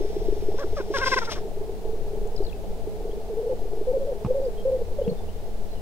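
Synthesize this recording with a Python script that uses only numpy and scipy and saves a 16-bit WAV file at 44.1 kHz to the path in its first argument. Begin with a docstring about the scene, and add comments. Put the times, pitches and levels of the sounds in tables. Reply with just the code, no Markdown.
"""Black grouse display on an open moor

Males bubble and coo in light wind: each bubble is a ringing sine, each coo a gliding, nearly pure tone.
Behind them a distant chorus blends bands of noise around one pitch with many faint bubbles.
Early on, one male cackles: rows of partials shaped by a throat, with pulsing noise for the hiss.
Faint songbirds are short gliding sines; ticks in the grass are brief bursts of noise.
Two dull knocks near the microphone are dying low tones, each doubled and topped with a noisy snap."""
import sys
import numpy as np
from scipy import signal
from scipy.fft import rfft, irfft, next_fast_len
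from scipy.io import wavfile

SR = 44100
rng = np.random.default_rng(int(sys.argv[2]) if len(sys.argv) > 2 else 0)


def file_out(sig):
    """Save sig as 16-bit WAV at sys.argv[1]."""
    # one column per channel
    cols = np.atleast_2d(sig).T
    # limit, then scale
    lim = np.clip(cols, -1, 1)
    pcm = np.round(lim * 32767).astype(np.int16)
    wavfile.write(sys.argv[1], SR, pcm)


N = 256220
TIME = np.arange(N) / SR  # seconds


def amp(db):
    """Turns decibels into gain."""
    return 10 ** (np.asarray(db) / 20)


def evened(x):
    """Scales a sound to an average (rms) strength of 1."""
    return x / np.sqrt(np.mean(x ** 2) + 1e-20)


def read(points, hz):
    """Reads a curve of (Hz, value) points, with frequency on a log axis as in hearing."""
    f, value = np.transpose(points)
    return np.interp(np.log(hz + 1), np.log(f + 1), value)


def level(rows):
    """Turns (s, dB) points into a gain at every sample."""
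    return amp(np.interp(TIME, *np.transpose(rows)))


def colour(x, points):
    """Filters a sound by making each frequency louder or softer, from (Hz, dB) points."""
    n = x.shape[-1]
    size = next_fast_len(n + 4096)
    gain = amp(read(points, np.fft.rfftfreq(size, 1 / SR)))
    return irfft(rfft(x, size) * gain, size)[..., :n]


def noise(points, size=N):
    """Makes noise of rms 1 with a chosen balance of frequencies."""
    return evened(colour(rng.standard_normal(size), points))


def band(hz, width_hz, size=N):
    """Makes noise in one bell-shaped band; around zero Hz it is a slow random drift."""
    full = next_fast_len(max(size, SR // 4))
    f = np.fft.rfftfreq(full, 1 / SR)
    spectrum = rng.standard_normal((len(f), 2)) @ [1, 1j]
    bell = np.exp(-.5 * ((f - hz) / width_hz) ** 2)
    return evened(irfft(spectrum * bell, full))[:size]


def add(mix, s, sound):
    """Mixes a sound in at time s, cutting off what falls outside."""
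    start = round(s * SR)
    sound = sound[max(-start, 0):]
    part = mix[max(start, 0):][:len(sound)]
    part += sound[:len(part)]


def scatter(x, t60):
    """Faint echoes from tussocks and slopes: random taps that fade by 60 dB in t60 seconds."""
    t = np.arange(SR // 2) / SR
    taps = rng.standard_normal(len(t)) * amp(-60 * t / t60) * (t > .012)
    return signal.fftconvolve(x, taps / np.linalg.norm(taps))[:N]


def near_centre(x, lag_s):
    """Places a sound just left of centre: it reaches the right ear a little later."""
    return np.array([x, np.interp(TIME - lag_s, TIME, x)])


def off_left(x):
    """Places a sound to the left: the far ear hears it with changed tone and phase."""
    # gain at the far ear: f/Hz, level/dB
    shade = [(300, 2.5), (1200, -2), (2400, -5), (4500, -5.5), (8000, -5), (15000, -3)]
    # phase between the ears: f/Hz, phase/radians
    turn = [(1100, 0), (1400, 1.5), (3300, 1), (4800, 4), (6000, 4.5), (8000, 4.5)]
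    hz = np.fft.rfftfreq(N, 1 / SR)
    far = irfft(rfft(x) * amp(read(shade, hz)) * np.exp(1j * read(turn, hz)), N)
    return np.array([x, far])


def note(start, end, db, pitch_hz, fall_hz, arch_hz, swell_db, edge, jitter, jitter_hz, steep_ends=0):
    """Gives loudness and phase of a syllable whose pitch falls and arches; edge is its fade in seconds."""
    u = np.linspace(0, 1, max(round((end - start) * SR), 64))
    # steep_ends flattens the middle of the glide and steepens both ends
    along = u - .5 + steep_ends * u * (u - .5) * (u - 1)
    arch = -(2 * along) ** 2
    hz = pitch_hz - fall_hz * along + arch_hz * (arch - arch.mean())
    hz = hz * (1 + jitter * band(0, jitter_hz, len(u)))
    fades = signal.windows.tukey(len(u), 2 * edge * SR / len(u))
    envelope = amp(db + swell_db * (u - .5)) * fades
    return envelope, 2 * np.pi * np.cumsum(hz) / SR


def moor():
    """Wind buffeting the microphone as deep noise, a low far hum, and the even hiss of open air."""
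    # wind strength before the ear gains: t/s, level/dB
    wind_db = [(0.0, -26.5), (0.24, -24), (1.23, -31.5), (2.36, -26), (3.45, -30.5), (3.74, -29),
               (5.81, -30)]
    # tone of the wind: f/Hz, level/dB
    wind_colour = [(3, 3.5), (10, -1), (20, -6.5), (32, -9), (50, -20), (100, -31), (200, -33.5),
                   (500, -70)]
    # hum strength before the ear gains: t/s, level/dB
    hum_db = [(0, -47), (1.0, -41), (1.5, -49.5), (2.4, -42), (3.4, -52), (4.6, -48.5), (4.9, -37),
              (5.3, -47.5), (5.81, -46)]
    # relative tone of the air hiss: f/Hz, level/dB
    air_colour = [(40, -3), (110, 13.5), (280, 17.5), (700, 12.5), (1300, 3.5), (2200, 1), (4300, 0),
                  (6500, -4), (10000, -6.5), (16000, -8)]
    # how alike the hiss is in the two ears: f/Hz, likeness (1 = the same)
    likeness = [(50, 0.51), (500, 0.92), (1300, 0.077), (3000, 0.043), (8000, 0.09), (16000, 0.27)]

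    gust = noise(wind_colour)  # shared by both ears
    ears = np.array([evened(gust + .5 * noise(wind_colour)) for _ in range(2)])
    wind = ears * level(wind_db) * amp([[2.5], [0]])
    hum = band(78.7, 6) * level(hum_db) * amp([[-1], [-2]])

    shared, own = rng.standard_normal((2, N))
    same = np.clip(read(likeness, np.fft.rfftfreq(N, 1 / SR)), -1, 1)
    right = irfft(same * rfft(shared) + np.sqrt(1 - same ** 2) * rfft(own), N)
    air = evened(colour(np.array([shared, right]), air_colour))
    return wind + hum + amp(-48.5) * air


def mount():
    """The microphone's mount trembles in the breeze, moving the ears in opposite directions."""
    # resonances of the mount: f/Hz, width/Hz, level/dB
    modes = [(138, 14, -47.5), (185.5, 16, -41.5)]
    tremble = sum(amp(db) * band(hz, width_hz) for hz, width_hz, db in modes)
    return tremble * np.array([[1], [-1]])


def bubble(db, hz, decay, rise=0.00587, sag=0.12, settle=0.012):
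    """A short push on the throat sac: it swells in a few cycles, then rings away as its pitch relaxes upward."""
    t = np.arange(-rise, .09, 1 / SR)  # zero at the peak
    swell = np.cos(np.pi / 2 * t / rise) ** 2
    ring = np.exp(-(np.hypot(t, decay / 2) - decay / 2) / decay)  # rounded at the top
    envelope = np.where(t < 0, swell, ring)
    pitch = hz * (1 + sag * np.tanh(t / settle) / 2)
    cycles = np.cumsum(pitch) / SR + rng.random()
    return np.sqrt(2) * amp(db) * envelope * np.sin(2 * np.pi * cycles), rise


def chorus(murmur_db=-3, bubbles_db=-9):
    """Far males: a blurred murmur, a band at their common pitch, and many faint bubbles."""
    # relative tone of the murmur: f/Hz, level/dB
    murmur_colour = [(200, -15.5), (310, -12), (385, -4), (430, 5), (510, -10), (660, -5), (770, -11.5),
                     (850, -10.5), (1000, -27), (1500, -60)]
    # strength of the chorus before its parts' own gains: t/s, level/dB
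    chorus_db = [(0, -36), (2.3, -38), (2.7, -37), (4.5, -37.5), (5.81, -40.5)]
    bubbles = np.zeros(N)
    for when, size, pitch in rng.random((round(120 * N / SR), 3)):  # 120 a second
        sound, _ = bubble(-10 * size - 10 * pitch, 410 + 280 * pitch ** 4, .012)
        add(bubbles, when * N / SR, sound)
    murmur = noise(murmur_colour) * amp(2.0 * band(0, 24))
    common_pitch = band(434.3, 11.5)
    mix = amp(murmur_db) * murmur + amp(-12) * common_pitch + amp(bubbles_db) * evened(bubbles)
    return level(chorus_db) * mix


def bubbling():
    """Quick runs of bubbles on an even beat; the force of each push sets its pitch and its ring."""
    # runs: t/s of the first peak, number of bubbles, level/dB of the first
    runs = [(.010, 2, -21.5), (0.103, 1, -29), (.168, 1, -20.5), (.219, 1, -27), (.288, 3, -19),
            (.426, 1, -26), (.489, 1, -20.5), (.546, 1, -23), (.646, 1, -22.5), (.734, 1, -31),
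            (.805, 1, -23), (.906, 1, -21), (.986, 1, -25), (1.124, 2, -26), (1.375, 3, -28.5),
            (1.574, 2, -28), (1.696, 1, -28), (1.855, 3, -29), (2.016, 1, -31), (2.136, 4, -28.5),
            (2.407, 1, -21.5), (2.875, 1, -26), (3.055, 4, -27), (3.532, 1, -23), (3.656, 1, -28),
            (3.735, 2, -28), (3.815, 1, -22), (3.977, 1, -22), (4.052, 1, -26.5), (4.310, 1, -18.5),
            (4.792, 1, -27), (4.915, 1, -33.5)]
    # pitch of the sac at the usual force; it tightens for the coos: t/s, f/Hz
    sac_pitch = [(0, 416.6), (2.8, 422.3), (3.2, 436), (3.55, 460), (3.8, 421), (4.25, 534), (5.0, 477)]
    gap_s = .040  # beat within a run
    usual_db, carry = -29.5, 0.59  # a run settles to the usual level; each bubble hands on this share
    ring_s, run_ring_s = 0.0057, 0.008  # decay at usual force: first bubble, those that follow
    hard_hz_per_db, hard_halves_db = 2.5, 31  # a harder push sounds lower and dies sooner
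    out = np.zeros(N)
    for start, count, first_db in runs:
        for k in range(round(count)):
            s = start + k * gap_s
            force_db = (first_db - usual_db) * carry ** k
            hz = np.interp(s, *np.transpose(sac_pitch)) - hard_hz_per_db * force_db
            decay = (run_ring_s if k else ring_s) * .5 ** (force_db / hard_halves_db)
            sound, lead = bubble(usual_db + force_db, hz, decay)
            add(out, s - lead, sound)
    return out


def yelp(row, rough, lean=0.88, muffle=1.0, sharpen_db=10, drift_db=2):
    """One cackle note: partials through the throat, growing sharper as the note closes."""
    # resonances of the throat: f/Hz, level/dB
    throat = [(300, -37), (520, -4.5), (1000, -1.5), (1550, 2), (2100, -8.5), (2650, -14), (3300, -34),
              (4400, -30), (5300, -16.5), (7000, -50)]
    envelope, phase = note(*row, swell_db=0.5, edge=.006, jitter=.014, jitter_hz=200, steep_ends=1.4)
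    hz = np.gradient(phase) * SR / (2 * np.pi)
    closing = np.linspace(-1, 1, len(hz)) ** 3
    gentle_db = -24 - 20 * np.log10(envelope.max())  # below zero for a forceful note
    tone = 0
    for k in range(1, 14):
        db = read(throat, k * hz) + drift_db * band(0, 34, len(hz))
        db = db + sharpen_db * closing * np.clip(k / 4 - 1, 0, 1)
        # a gentle note leans on its fundamental, and the half-closed bill muffles its upper partials
        muffled = muffle * np.clip((k * hz - 1550) / 350, 0, 1)
        db = db + gentle_db * (lean * (k == 1) - muffled)
        tone = tone + amp(db) * np.cos(k * phase + 2 * np.pi * rng.random())
    rough = np.clip(rough, 0, 1)
    voice = (1 - rough) * evened(tone) + rough * noise(throat, len(phase))
    return envelope * evened(voice), phase


def cackle(rasp=0.96, voice_db=1.5, hiss_db=4):
    """A run of yelps, with air hissing through the open bill in rasping puffs that pulse with the voice."""
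    # notes before the voice gain: start t/s, end t/s, level/dB, f/Hz, fall/Hz, arch/Hz, roughness (0-1)
    yelps = [(0.581, 0.644, -35.5, 523, 46, 203, 0.2), (0.764, 0.819, -33, 552, 202, -4, 0.17),
             (0.937, 0.978, -25.5, 530, 95, 68, 0), (.979, 1.018, -32, 483, -61.5, -45, 0.16),
             (1.011, 1.049, -24, 521, 68, 40, 0.1), (1.057, 1.089, -22.5, 522, 16, 25, 0.1),
             (1.114, 1.149, -21, 516.6, 75, 28, 0), (1.163, 1.194, -22, 508, 92, 30, .04),
             (1.213, 1.24, -30.5, 456, 35, 14, .08), (1.271, 1.304, -34.5, 452, 64, 14, 0.25),
             (1.313, 1.332, -37, 481, 13, 20, 1), (1.352, 1.392, -43, 372, 78, 0, 0.65)]
    # steady hiss, swelling with the cackle, before the hiss gain: t/s, level/dB
    hiss_level = [(0, -55), (.55, -58.5), (.9, -58.5), (.97, -37.5), (1.02, -47.5), (1.07, -34),
                  (1.18, -42), (1.28, -55), (1.36, -49), (1.45, -70), (1.7, -85)]
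    # relative tone of the hiss: f/Hz, level/dB
    hiss_colour = [(500, -4), (1300, -9.5), (2150, 0.5), (2750, -5), (3450, 1), (4450, -3.5), (5250, 2.5),
                   (6000, -1.5), (6850, -14), (7600, -9), (9500, -19.5), (16000, -28)]
    # separate puffs before the hiss gain: t/s, level/dB, half length/s
    lone_puffs = [(0.598, -50.5, .018), (.775, -49, 0.014), (0.985, -35, 0.0037), (1.255, -41, 0.0085),
                  (1.324, -34.5, 0.013)]
    # each note closes on a puff, set against a full note
    full_db, closing_db, growth = -22, -16, 1.64  # growth: dB of puff per dB of note
    lead_s, half_length_s = .007, 0.008  # time before the note's end, half length of the puff

    voice, pulsing = np.zeros(N), np.zeros(N)
    for *row, rough in yelps:
        sound, phase = yelp(row, rough)
        add(voice, row[0], sound)
        add(pulsing, row[0], np.cos(phase))

    closings = [(end - lead_s, full_db + closing_db + growth * (db - full_db), half_length_s)
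                for _, end, db, *_ in yelps]
    puffs = sum(amp(db) * np.exp(-.5 * ((TIME - s) / length) ** 2)
                for s, db, length in closings + lone_puffs)
    air = np.hypot(level(hiss_level), puffs * amp(2.0 * band(0, 200)))
    rasping = rng.standard_normal(N) * (1 + rasp * pulsing)
    hiss = air * evened(colour(rasping, hiss_colour))
    return off_left(amp(voice_db) * voice + amp(hiss_db) * hiss)


def cascade(start, count, db, first_hz, last_hz):
    """Lists the whistles of one cascade: short, steep falling notes, each lower and softer than the last."""
    gap_s, note_s, fade_db = 0.015, 0.012, 1.3  # beat, note length, fade per note
    sweep = 0.082  # glide each way, as a share of the pitch
    return [(start + k * gap_s, note_s, db - k * fade_db, hz * (1 + sweep), hz * (1 - sweep))
            for k, hz in enumerate(np.linspace(first_hz, last_hz, round(count)))]


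def songbirds(warble=0.015, count=5):
    """Thin whistles from far across the moor: gliding sines, unsteady in pitch and loudness."""
    # single whistles, level before the far mix: t/s, length/s, level/dB, first f/Hz, last f/Hz
    chirps = [(2.441, 0.013, -57, 3140, 2740), (3.097, 0.042, -64, 2950, 3550),
              (4.413, 0.079, -62, 3980, 5800), (4.561, 0.076, -62, 3236, 3190),
              (5.005, 0.061, -57, 2850, 3430), (5.086, .03, -53, 4100, 4450),
              (5.154, 0.062, -58, 3570, 3590), (5.269, 0.054, -57, 2590, 3450),
              (5.685, 0.079, -59, 4170, 3980), (5.743, .085, -61, 3150, 2600)]
    # cascades, level before the far mix: t/s, number of notes, level/dB, first f/Hz, last f/Hz
    cascades = [(2.36, 2, -48.5, 5020, 4170), (2.433, 7, -50.5, 4750, 2600)]
    # one bird repeats a tiny falling blip, 64 samples long, every 0.151 s
    refrain = [(1.548 + k * .151, 64 / SR, -53, 3300, 2600) for k in range(count)]
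    falling = [whistle for row in cascades for whistle in cascade(*row)]
    out = np.zeros(N)
    for s, length, db, first_hz, last_hz in chirps + refrain + falling:
        hz = np.geomspace(first_hz, last_hz, max(round(length * SR), 64))
        hz = hz * (1 + warble * band(0, 110, len(hz)))
        envelope = amp(db + 5.1 * band(0, 46, len(hz))) * signal.windows.tukey(len(hz), .8)
        add(out, s, np.sqrt(2) * envelope * np.sin(2 * np.pi * np.cumsum(hz) / SR))
    return off_left(out)


def grass_ticks(decay=0.0021):
    """Dry ticks in the grass: bands of noise that die away in a few milliseconds."""
    # ticks: t/s, level/dB at the start, centre f/Hz
    ticks = [(2.274, -45, 7700), (4.720, -45, 2880), (5.079, -37.5, 2530)]
    out, t = np.zeros(N), np.arange(SR // 8) / SR
    for s, db, hz in ticks:
        add(out, s, amp(db) * band(hz, .16 * hz, len(t)) * np.exp(-t / decay))
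    return out


def long_note(length):
    """Goes from 0 for a short coo to 1 for one long enough to arch fully; halfway at 0.0525 s."""
    return (1 + np.tanh((length - 0.0525) / 0.012)) / 2


def cooing(flutter=0.23, overtone_db=-41):
    """Longer, almost pure notes that glide through the resonance of the sac."""
    # coos, level before the resonance: start t/s, end t/s, level/dB, f/Hz, fall in pitch/Hz
    coos = [(3.298, 3.346, -29, 432, 65), (3.367, 3.428, -27.5, 442, 64), (3.427, 3.459, -29.5, 474, 75),
            (3.455, 3.487, -27, 464, 0), (3.491, 3.541, -26.5, 502, 77), (3.868, 3.924, -22, 499, 36),
            (3.929, 3.977, -24, 532, 35), (3.993, 4.047, -30, 537, 26), (4.067, 4.137, -28, 534, 115),
            (4.276, 4.333, -25.5, 498, -62), (4.341, 4.408, -24, 540, 44), (4.412, 4.491, -26, 516.6, 112),
            (4.649, 4.706, -21.5, 521, -17), (4.709, 4.776, -23.5, 508, 13), (4.8, 4.828, -28, 465, 8),
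            (4.983, 5.027, -22, 524, 133), (5.061, 5.105, -26.5, 467, 8), (5.107, 5.135, -29, 480, 10)]
    full_db, arch_doubles_db = -24.5, 10  # a louder coo arches more
    full_arch_hz = 44  # arch of a long coo at full_db
    sac_hz, sac_width_hz = 500, 100  # a coo is fullest as its pitch crosses the sac's resonance
    out = np.zeros(N)
    for start, end, db, pitch_hz, fall_hz in coos:
        arch_hz = full_arch_hz * long_note(end - start) * 2 ** ((db - full_db) / arch_doubles_db)
        envelope, phase = note(start, end, db, pitch_hz, fall_hz, arch_hz, swell_db=3,
                               edge=0.0068, jitter=0.012, jitter_hz=60)
        hz = np.gradient(phase) * SR / (2 * np.pi)
        resonance = 1 / np.hypot(1, (hz - sac_hz) / sac_width_hz)
        envelope = envelope * (1 + flutter * band(0, 37, len(phase))) * resonance
        tone = np.sin(phase) + amp(overtone_db) * np.sin(2 * phase)
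        add(out, start, np.sqrt(2) * envelope * tone)
    return out


def knocks(snap_decay=0.0055):
    """Dull knocks: a low push under a short snap, rocking the two ears against each other."""
    # pushes: t/s, level/dB, f/Hz, decay/s, snap level/dB, rocking of the mount (share of the push)
    pushes = [(4.2476, -17.5, 170, 0.0059, -27, .1), (4.262, -15.5, 121, 0.0047, -36, .1),
              (5.077, -21, 190, 0.012, -50, 1.5), (5.115, -26.5, 170, 0.012, -65, 1.9)]
    # relative tone of the snap: f/Hz, level/dB
    snap_colour = [(100, -2), (550, -6), (900, 9.5), (1250, -4.5), (1800, -21), (2700, -12.5), (3500, -29),
                   (5000, -28), (16000, -60)]
    out, rock, t = np.zeros(N), np.zeros(N), np.arange(SR // 8) / SR
    for s, db, hz, decay, snap_db, rocking in pushes:
        push = np.sqrt(2) * amp(db) * np.exp(2j * np.pi * hz * t - t / decay)
        snap = amp(snap_db) * noise(snap_colour, len(t)) * np.exp(-t / snap_decay)
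        add(out, s, push.imag + snap)
        add(rock, s, rocking * push.real * np.tanh(t * hz))  # tanh softens the start
    return np.array([out + rock, out - rock])


def scene():
    """The song stands just left of centre; the cackle and the songbirds are further left."""
    bubbles, coos, harsh, birds = bubbling(), cooing(), cackle(), songbirds()
    bubbles = near_centre(bubbles + amp(-14.5) * scatter(bubbles, t60=0.49) + chorus(), lag_s=2e-5)
    coos = near_centre(coos + amp(-14) * scatter(coos, t60=0.27), lag_s=5e-5)
    harsh = harsh + amp(-21.0) * np.array([scatter(side, t60=0.38) for side in harsh])
    birds = amp(2.5) * birds + amp(-8.5) * np.array([scatter(side, t60=0.23) for side in birds])
    return moor() + mount() + bubbles + harsh + birds + grass_ticks() + coos + knocks()


def record(dry):
    """The recorder's band limit: a low-pass filter at 15850 Hz."""
    low_pass = signal.firwin(511, 15850, window=("kaiser", 9), fs=SR)
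    return signal.oaconvolve(dry, low_pass[None], "same")


dry = scene()
out = record(dry)
file_out(out)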